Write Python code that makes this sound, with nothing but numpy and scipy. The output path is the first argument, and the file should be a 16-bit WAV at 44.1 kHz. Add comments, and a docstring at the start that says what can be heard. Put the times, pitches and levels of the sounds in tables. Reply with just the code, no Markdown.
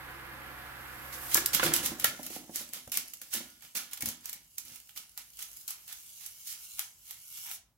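"""An open-reel tape deck rewinds at full speed, close to a stereo microphone in a small room, a little right.
Its motors hum and the tape whirs until it runs off the hub and the transport clunks off.
The loose end whips round with the coasting reel, slapping and sweeping over the deck a few times a second.
A hand rubs on the metal flange and brakes the reel to rest."""
import sys
import numpy as np
from scipy import signal
from scipy.fft import rfft, irfft, next_fast_len
from scipy.io import wavfile
from scipy.ndimage import uniform_filter1d, map_coordinates

SR = 44100
rng = np.random.default_rng(int(sys.argv[2]) if len(sys.argv) > 2 else 0)


def store_wav(level_fs):
    """Save 16-bit WAV to argv[1]."""
    pcm = np.round(np.clip(np.atleast_2d(level_fs), -1, 1) * 32767)
    wavfile.write(sys.argv[1], SR, pcm.T.astype(np.int16))


N = 342657

# hum lines of the motors: (frequency [Hz], relative level [dB])
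HUM_LINES = [(64.6, -53.5), (102.3, -66), (129.2, -54.5), (193.8, -69.5), (323.0, -78.5), (500.6, -67),
             (554.5, -65)]
# tape running through the guides: (frequency [Hz], density [dB])
WHIR_SPECTRUM = [(47, -7.5), (80, -5.5), (97, -17.5), (130, -5.5), (166, -12.5), (320, -6), (420, -10.5),
                 (499, -5.5), (605, -12.5), (706, -6), (1590, -0.5), (3850, -17), (4940, -20.5),
                 (6990, -38), (8000, -43), (10400, -66), (17600, -120)]
# tape peeling off the hub, fingers gliding on metal: (frequency [Hz], density [dB])
HISS_SPECTRUM = [(1500, -16), (3500, -12.5), (7000, -11), (10000, -7), (13300, -0.5), (16000, -13)]
# room tone: (frequency [Hz], density [dB])
AIR_SPECTRUM = [(20, -19), (35, -26), (48, 9.5), (65, -4), (95, -1), (180, -8), (400, -20.5), (1000, -20.5),
                (3000, -33.5), (16000, -28)]
# the last turns slip on the hub: (time [s], level [dB])
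HUB_SLIPS = [(1.128, -44), (1.315, -36.5)]
# the loose end swishes in, lands, drags and flicks its tip off: (landing [s], tip [s], swish rise [s],
# landing level [dB], drag level [dB], tip level [dB], relative body [dB], slap left minus right [dB])
TAPE_LASHES = [(1.344, 1.3702, 0.019, -12.5, -29, -13.5, -28, 3),
               (1.4597, 1.468, 0.0043, -15, -53, -36, -6.5, -2.5),
               (1.532, 1.547, 0.0044, -24.5, -29, -17, -4.5, -6.5),
               (1.636, 1.672, 0.014, -22.5, -31.5, -38, 0, 4.5),
               (1.7368, 1.763, 0.0053, -12, -30.5, -21, -6, -1),
               (1.829, 1.8603, 0.013, -41, -35, -19.5, -11, -0.5),
               (1.997, 2.04, .003, -26.5, -44, -43.5, -3, -0.5),
               (2.0431, 2.057, .004, -12.5, -32, -26, -2, 0),
               (2.23, 2.264, .005, -30.5, -47.5, -26, -6, 0.5),
               (2.301, 2.359, 0.0048, -37.5, -45, -29.5, -8, -3.5),
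               (2.558, 2.611, .016, -22.5, -40, -39.5, -11, -1.5),
               (2.733, 2.769, 0.0035, -28.5, -45, -46.5, -3, 2.5),
               (2.9178, 2.9724, .001, -24, -38, -17, -6.5, -4),
               (3.135, 3.142, .002, -32.5, -63.5, -45.5, 0, -6),
               (3.2147, 3.232, .002, -30, -50.5, -46, -3, -1.5),
               (3.337, 3.369, .011, -21, -34.5, -41.5, -8, -6.5),
               (3.6224, 3.657, .006, -44, -54.5, -50, -2.5, -4.5),
               (3.75, 3.7707, .002, -30, -34.5, -27.5, -8, -1.5),
               (3.912, 3.9322, .005, -38.5, -52.5, -26.5, -2, -3),
               (3.973, 3.986, .01, -32, -56, -49, 1, -3),
               (4.006, 4.0225, .002, -28.5, -44.5, -23.5, -10.5, 0),
               (4.0573, 4.088, 0.0083, -23.5, -39.5, -23.5, -8.5, 4.5),
               (4.256, 4.294, 0.025, -29.5, -50, -27, -5.5, -3.5),
               (4.329, 4.34, .005, -28.5, -48.5, -41, -5.5, 3),
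               (4.5812, 4.603, 0.0057, -22.5, -49.5, -46, -10.5, -4.5),
               (4.651, 4.758, 0.0086, -42.5, -53, -35, -7, -6.5),
               (4.8916, 4.892, 0.0009, -46, -72, -50.5, 7.5, -5),
               (4.96, 4.9756, .002, -38, -45.5, -32.5, -6, -2),
               (5.176, 5.208, 0.0054, -27.5, -50.5, -52, -3.5, -2.5),
               (5.39, 5.4251, 0.0069, -32.5, -45.5, -28, -6.5, -1.5),
               (5.678, 5.7054, 0.0011, -23.5, -42, -27, -14.5, 1),
               (5.8775, 5.925, .006, -37.5, -50, -31, -3.5, -4.5),
               (6.208, 6.262, .015, -39.5, -50, -32, -10, -11),
               (6.4708, 6.526, 0.015, -32, -42.5, -35.5, -26.5, 3.5),
               (6.7924, 6.823, 0.0098, -22.5, -47, -45, -2, 4.5),
               (7.1084, 7.142, .025, -29, -53, -47.5, -5.5, -3.5),
               (7.376, 7.372, .03, -48, -47.5, -39, -15, 6),
               (7.465, 7.513, 0.027, -40, -53.5, -29.5, 1.5, 0.5)]
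# bright scrape of dragging film: (frequency [Hz], density [dB])
SCRAPE_SPECTRUM = [(700, -29), (2000, -7.5), (3500, -4), (6000, 1.5), (9000, -1.5), (10500, 2.5),
                   (13000, 1), (16000, -3)]
# papery body of the film: (frequency [Hz], density [dB])
PAPERY_SPECTRUM = [(150, -21), (500, -21), (780, -4.5), (1080, -7), (1420, -1.5), (1560, -4), (1750, -2.5),
                   (1950, -1), (2250, 0), (2500, -2), (2900, 1.5), (4000, -2), (6500, -15.5)]
# friction of the fluttering end and of skin: (frequency [Hz], density [dB])
FRICTION_SPECTRUM = [(300, -31.5), (640, -30.5), (800, -22.5), (1120, -21), (1450, -13.5), (1900, -27),
                     (2230, -1.5), (2500, -13), (2800, -1), (3600, -7), (6000, 1), (9000, -1), (11000, 2.5),
                     (16000, -2)]
# rubbing as the hand presses on the flange: (time [s], level [dB])
HAND_RUB = [(5.3, -65.5), (5.42, -57), (5.8, -62), (6.04, -53.5), (6.42, -56), (6.82, -49), (6.96, -65.5),
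            (7.07, -57), (7.22, -57.5), (7.33, -50), (7.47, -48)]
# film cracking against the deck: (frequency [Hz], density [dB])
CRACK_SPECTRUM = [(700, -35.5), (2000, -17), (3500, -12.5), (7000, -1.5), (9000, -4.5), (11000, 0.5),
                  (13500, 1), (16000, -3)]
# knocks of the transport: (time [s], thud level [dB], clack relative to thud [dB])
TRANSPORT_KNOCKS = [(1.354, -42.5, 17), (1.375, -36, 12.5), (1.596, -48.5, 26.5), (1.63, -33.5, 10),
                    (1.663, -38.5, 2.5), (1.719, -47.5, 18), (1.917, -42, -14), (2.043, -39, 13),
                    (2.193, -37, -14), (2.303, -44, -23), (2.363, -39.5, -11), (2.493, -41, -21.5),
                    (2.874, -46.5, -6.5), (3.345, -46.5, -9), (3.404, -49.5, -23), (4.031, -46, -17)]
# low thud of a knock: (frequency [Hz], density [dB])
THUD_SPECTRUM = [(40, -15), (130, -14.5), (240, 0.5), (340, -3.5), (450, -6.5), (850, -7.5), (1250, -26),
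                 (3000, -39)]
# hard clack of a knock: (frequency [Hz], density [dB])
CLACK_SPECTRUM = [(200, -9), (550, -6.5), (850, -4), (1080, 1.5), (1400, 5), (1750, 1), (2400, -4.5),
                  (3500, -7), (6000, -17), (12000, -44.5)]
# rumbling chassis: (frequency [Hz], density [dB])
CHASSIS_SPECTRUM = [(30, -20.5), (70, -21), (130, -6), (185, -5.5), (235, -3), (320, -10), (380, -16),
                    (500, -8.5), (700, -17), (1000, -17.5), (3000, -24)]
# hollow cabinet under braking: (frequency [Hz], density [dB])
CABINET_SPECTRUM = [(90, -21), (150, 2.5), (220, -17.5), (300, 1), (348, 4), (400, -6.5), (470, -3.5),
                    (520, -0.5), (700, -12), (2000, -28)]
# the whole deck thumps on the table: (time [s], level [dB])
DECK_JOLTS = [(1.635, -49), (1.682, -40), (2.874, -53), (4.028, -44), (4.069, -44.5), (4.639, -59),
              (4.712, -60)]
# modes of the table top: (frequency [Hz], level [dB], t60 [s])
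TABLE_TOP_MODES = [(52, -16, 0.16), (75.6, -2, 0.14), (112, 0, 0.11), (152.5, -4.5, 0.13),
                   (232, -6.5, 0.37), (290, -7, 0.14)]
# the tape tip catches the reel: (time [s], level [dB], pitch favoured by the place of contact [Hz])
RIM_TOUCHES = [(2.046, -39, 1760), (3.345, -47.5, 1370), (3.765, -50, 1430), (4.01, -54, 2470),
               (4.022, -46.5, 2430), (4.33, -56, 2650), (7.46, -55, 2730)]
# modes of the metal flange: (frequency [Hz], level [dB], t60 [s])
FLANGE_MODES = [(810, 5.5, 0.41), (1437, -9, 0.63), (1730, 3, 0.15), (1780, -11, 0.44), (1883, 8.5, 0.11),
                (2220, 10.5, 0.075), (2817, -5, 0.06), (4410, 1, 0.2)]
# reverberation of the small room: (frequency [Hz], t60 [s])
ROOM_DECAY = [(150, 0.61), (600, 0.38), (2000, 0.31), (6000, 0.28), (15000, 0.13)]

RUNOUT_S, BRAKE_S, MOTORS_OFF_S, HAND_ON_S, STOP_S = 1.308, 1.628, 1.85, 4.5, 7.55
PRESS_S, LIFT_S = 0.0028, 0.024  # the tape lies flat after landing; the drag lets go


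def amp(db):
    """Decibels to gain."""
    return 10 ** (np.asarray(db) / 20)


def unit(x):
    """Scaled to rms 1."""
    return x / np.sqrt(np.mean(x ** 2) + 1e-20)


def along(points, hz):
    """(Hz, value) points read on a log axis."""
    f, v = np.transpose(points)
    return np.interp(np.log(hz + 1), np.log(f + 1), v)


def clock():
    """The time of every sample."""
    return np.arange(N) / SR


def wobble(rate):
    """A smooth random curve, rate knots a second."""
    return map_coordinates(rng.standard_normal(int(N * rate / SR) + 4), [np.arange(N) * rate / SR])


def colour(x, spectrum, size=4096):
    """A causal filter of unit energy with the given spectrum."""
    cepstrum = irfft(np.log(amp(along(spectrum, np.fft.rfftfreq(size, 1 / SR)))))
    cepstrum[1:size // 2] *= 2
    cepstrum[size // 2 + 1:] = 0
    kernel = irfft(np.exp(rfft(cepstrum)))
    return signal.oaconvolve(x, kernel[None] / np.linalg.norm(kernel), axes=1)[:, :N]


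def noise(spread):
    """Stereo noise of rms 1; spread is the side-to-mid ratio."""
    mid, side = rng.standard_normal((2, N))
    return unit(np.array([mid + spread * side, mid - spread * side]))


def crinkle(spread, grain_db, rate):
    """Noise that comes in tiny snaps, as thin film buckles."""
    return unit(noise(spread) * amp(grain_db * np.tanh(wobble(rate))))


def patchy(x, depth_db, bins=5, frames=18):
    """Shifting resonances: bending film and moving fingers favour ever-changing pitches."""
    spectra = signal.stft(x, nperseg=512)[2]
    field = uniform_filter1d(rng.standard_normal(spectra.shape[1:]), bins, 0)
    field = uniform_filter1d(field, frames, 1)
    return signal.istft(spectra * amp(depth_db * unit(field)), nperseg=512)[1][:, :N]


def add(track, s, shape):
    """Lay a shape into a track at time s."""
    start = max(round(s * SR), 0)
    part = track[..., start:start + shape.shape[-1]]
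    part += shape[..., :part.shape[-1]]


def blow(decay, attack):
    """The envelope of one contact, peak 1."""
    t = np.arange(SR // 6) / SR
    shape = (1 - np.exp(-t / attack)) * np.exp(-t / decay)
    return shape / shape.max()


def fading(start, db_per_s):
    """A gain of 1 that falls steadily after start."""
    return amp(-db_per_s * np.maximum(clock() - start, 0))


def held(s, length, rise, fall):
    """An envelope that builds up to time s, holds for length and dies away."""
    t = clock() - s
    return np.exp(-np.minimum(np.maximum(-t / rise, 0) + np.maximum((t - length) / fall, 0), 20))


def motors():
    """The spinning motors hum in slightly unsteady lines until they cut out."""
    t = clock() + 0.000098 * wobble(5.1)
    lines = sum(amp(db + 0.33 * wobble(5)) * np.sin(2 * np.pi * (hz * t + rng.random()))
                for hz, db in HUM_LINES)
    return amp(-57) * unit(lines) * fading(MOTORS_OFF_S, db_per_s=39)


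def winding(flutter_hz=21.5, swell_s=0.28):
    """Tape whirs through the guides and hisses off the emptying hub, fluttering as the reel turns."""
    flutter = amp(0.4 * np.sin(2 * np.pi * flutter_hz * clock()) + 0.4 * wobble(40))
    whir = colour(noise(spread=0.56), WHIR_SPECTRUM) * amp(-48) * fading(MOTORS_OFF_S, db_per_s=64.5)
    emptiness = np.exp(np.minimum(clock() - RUNOUT_S, 0) / swell_s)
    peel = amp(-57 + 17 * emptiness) * fading(RUNOUT_S, db_per_s=151)
    hiss = colour(crinkle(spread=1.0, grain_db=1.5, rate=590), HISS_SPECTRUM) * peel
    return (whir + hiss) * flutter


def room_tone():
    """Quiet, low room air around the microphone."""
    return amp(-73.5) * colour(noise(spread=0.26), AIR_SPECTRUM)


def snaps(per_s=38):
    """A gain that leaps briefly at random, as dragging film buckles."""
    chance, size = rng.random((2, N))
    kicks = (chance < per_s / SR) * size ** 2
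    return 1 + amp(3) * signal.oaconvolve(kicks, blow(0.0009, attack=0.00032))[:N]


def sweeps(lean=0.37):
    """The last turns scrape on the hub; then each lash drags over the deck, lifts off and settles."""
    scrape = sum(amp(db) * held(s, 0.018, PRESS_S, LIFT_S) for s, db in HUB_SLIPS)
    body = scrape * amp(-4)
    for landing, tip, swish, landing_db, drag_db, tip_db, body_db, _ in TAPE_LASHES:
        progress = np.interp(clock(), [landing, tip], [-0.5, 0.5])
        pressure = amp(drag_db + lean * (tip_db - landing_db) * progress)  # leans to the stronger slap
        drag = pressure * held(landing + PRESS_S, tip - landing - PRESS_S, swish, LIFT_S)
        settle = amp(drag_db - 19.5) * held(tip, 0, PRESS_S, fall=0.12)  # slack tape rustles on
        scrape = np.maximum(scrape, drag + settle)
        body = np.maximum(body, drag * amp(body_db) + settle)
    buckling = snaps()
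    bright = colour(scrape * buckling * crinkle(spread=1.0, grain_db=1.5, rate=450), SCRAPE_SPECTRUM)
    papery = colour(body * buckling * crinkle(spread=0.54, grain_db=5.5, rate=300), PAPERY_SPECTRUM)
    return amp(1) * bright + amp(-2) * patchy(papery, depth_db=2.0)


def rubbing(flick_count=50, glide_rise_s=0.99):
    """Friction grains in uneven patches from the fluttering end and the braking hand, with stray flicks."""
    flicks = np.zeros(N)
    for when, size in rng.random((flick_count, 2)):
        add(flicks, 2.6 + 3.2 * when, amp(13 - 10 * size) * blow(0.0017, attack=0.0006))
    flutter = amp(-53.5) * (clock() > RUNOUT_S) * fading(RUNOUT_S, db_per_s=4.5)
    hand = amp(np.interp(clock(), *np.transpose(HAND_RUB))) * (clock() > HAND_ON_S)
    turning = fading(STOP_S, db_per_s=510.5)
    friction = np.hypot(flutter, hand) * turning * amp(1.5 * wobble(28))
    grains = friction * (1 + flicks) * crinkle(spread=0.91, grain_db=5.5, rate=1300)
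    rustle = patchy(colour(grains, FRICTION_SPECTRUM), depth_db=2.6)
    # gliding fingers leave a fine hiss that fades as the flange slows
    touch = np.clip((clock() - HAND_ON_S) / glide_rise_s, 0, 1) ** 4
    glide = amp(-57) * touch * fading(HAND_ON_S + glide_rise_s, db_per_s=7.5) * turning
    return amp(2.5) * rustle + colour(glide * noise(spread=1.0), HISS_SPECTRUM)


def slaps():
    """Landing and tip of each lash: a bright crack of the film with a papery body under it."""
    crack, body = np.zeros((2, 2, N))
    for landing, tip, _, landing_db, _, tip_db, body_db, pan_db in TAPE_LASHES:
        for s, db in (landing, landing_db), (tip, tip_db):
            slack = np.clip((-19.5 - db) / 14, 0, 1)  # a light touch lands slackly: slower and softer
            shape = blow(0.003 + 0.0003 * slack, attack=0.0003 + 0.0005 * slack)
            shape = shape * amp(db - 3.7 * slack + np.array([[pan_db], [-pan_db]]) / 2)
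            add(crack, s, shape)
            add(body, s, shape * amp(body_db - 10))  # a slap is thinner than the drag
    bright = colour(crack * crinkle(spread=1.0, grain_db=7.0, rate=1400), CRACK_SPECTRUM)
    papery = colour(body * noise(spread=1.0), PAPERY_SPECTRUM)
    return amp(-1) * bright + amp(-1.5) * papery


def chassis_rumble():
    """The empty reel rumbles as it runs down; lashes shake the chassis, less once the hand is on."""
    coast = amp(-53.5) * held(BRAKE_S, N / SR, rise=0.25, fall=1) * fading(BRAKE_S + 0.43, db_per_s=26)
    shake = sum(amp(drag_db - 17) * held(landing, tip - landing, PRESS_S, fall=0.046)
                for landing, tip, _, _, drag_db, *_ in TAPE_LASHES)
    drive = np.hypot(coast, shake * fading(HAND_ON_S, db_per_s=15))
    return colour(drive * crinkle(spread=0.059, grain_db=10.5, rate=70), CHASSIS_SPECTRUM)


def knocks():
    """Arm, brakes and loose reels knock in the transport, each with a thud and a clack."""
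    thud, clack = np.zeros((2, N))
    for s, db, clack_db in TRANSPORT_KNOCKS:
        shape = amp(db) * blow(0.0059, attack=0.00024)
        add(thud, s, shape)
        add(clack, s, shape * amp(clack_db))
    thuds = colour(thud * noise(spread=0.23), THUD_SPECTRUM)
    return thuds + colour(clack * noise(spread=0.53), CLACK_SPECTRUM)


def brakes():
    """The brakes drop in and the hollow cabinet booms."""
    shudder = np.zeros(N)
    add(shudder, BRAKE_S, amp(-33) * blow(0.034, attack=0.018))
    return colour(shudder * noise(spread=0.24), CABINET_SPECTRUM)


def table_thumps():
    """Heavier jolts set the table top under the deck ringing."""
    out, t = np.zeros(N), np.arange(SR // 2) / SR
    for s, db in DECK_JOLTS:
        onset = amp(db) * (1 - np.exp(-t / 0.003))
        for hz, mode_db, t60 in TABLE_TOP_MODES:
            decay = amp(mode_db + rng.normal(0, 0.78) - 60 * t / t60)
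            add(out, s, onset * decay * np.sin(2 * np.pi * (hz * t + rng.random())))
    return out


def flange_pings():
    """The tape tip pings the metal flange; the place of contact favours the modes near one pitch."""
    out, t = np.zeros(N), np.arange(SR * 2 // 3) / SR
    for s, db, near_hz in RIM_TOUCHES:
        for hz, mode_db, t60 in FLANGE_MODES:
            share_db = -60 * np.log2(hz / near_hz) ** 2 + rng.normal(0, 1.5)
            decay = amp(db + mode_db + share_db - 60 * t / t60)
            add(out, s, decay * np.sin(2 * np.pi * hz * t))
    return out


def from_right(x, lag_samples):
    """The left microphone hears the deck a few samples after the right."""
    return np.array([np.roll(x[0], lag_samples), x[1]])


def room(x, wet_db, delay_samples=130, alike_below_hz=550):
    """The walls return a diffuse tail to each microphone, alike in the bass."""
    hz, t, spectra = signal.stft(rng.standard_normal((2, SR // 2)), SR, nperseg=256)
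    apart = hz[:, None] ** 2 / (hz[:, None] ** 2 + alike_below_hz ** 2)
    spectra[1] = np.sqrt(1 - apart ** 2) * spectra[0] + apart * spectra[1]
    decay = amp(-60 * t / along(ROOM_DECAY, hz)[:, None])
    tail = signal.istft(spectra * decay, SR, nperseg=256)[1]
    tail = np.pad(tail / np.linalg.norm(tail[0]), ((0, 0), (delay_samples, 0)))
    mixed = x + 0.39 * np.roll(x[::-1], delay_samples, axis=1)  # each side is thrown across to the other
    return x + amp(wet_db) * signal.fftconvolve(mixed, tail, axes=1)[:, :N]


def scene():
    """The deck stands close by, a little right of the microphones, over quiet room tone."""
    tape = from_right(slaps() + sweeps() * amp([[-2], [2]]) + flange_pings(), lag_samples=3)
    machine = chassis_rumble() + knocks() + brakes() + winding()
    deck = from_right(machine, lag_samples=5) * amp([[-1.6], [1.6]])
    friction = rubbing() * amp([[-0.7], [0.7]])
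    bass = (motors() + table_thumps()) * amp([[-1.4], [1.4]])
    air = room_tone()
    return room(tape + friction, wet_db=-6.5) + room(deck, wet_db=-7.0) + bass + air


def record(dry):
    """The microphone rolls off the deepest bass and keeps nothing above its band limit."""
    low_cut_hz, top_hz = 35.0, 15900
    size = next_fast_len(N + SR // 2)
    hz = np.fft.rfftfreq(size, 1 / SR)
    low_cut = hz ** 4 / np.sqrt(hz ** 8 + low_cut_hz ** 8)
    return irfft(rfft(dry, size) * low_cut * (hz < top_hz), size)[:, :N]


dry = scene()
out = record(dry)
store_wav(out)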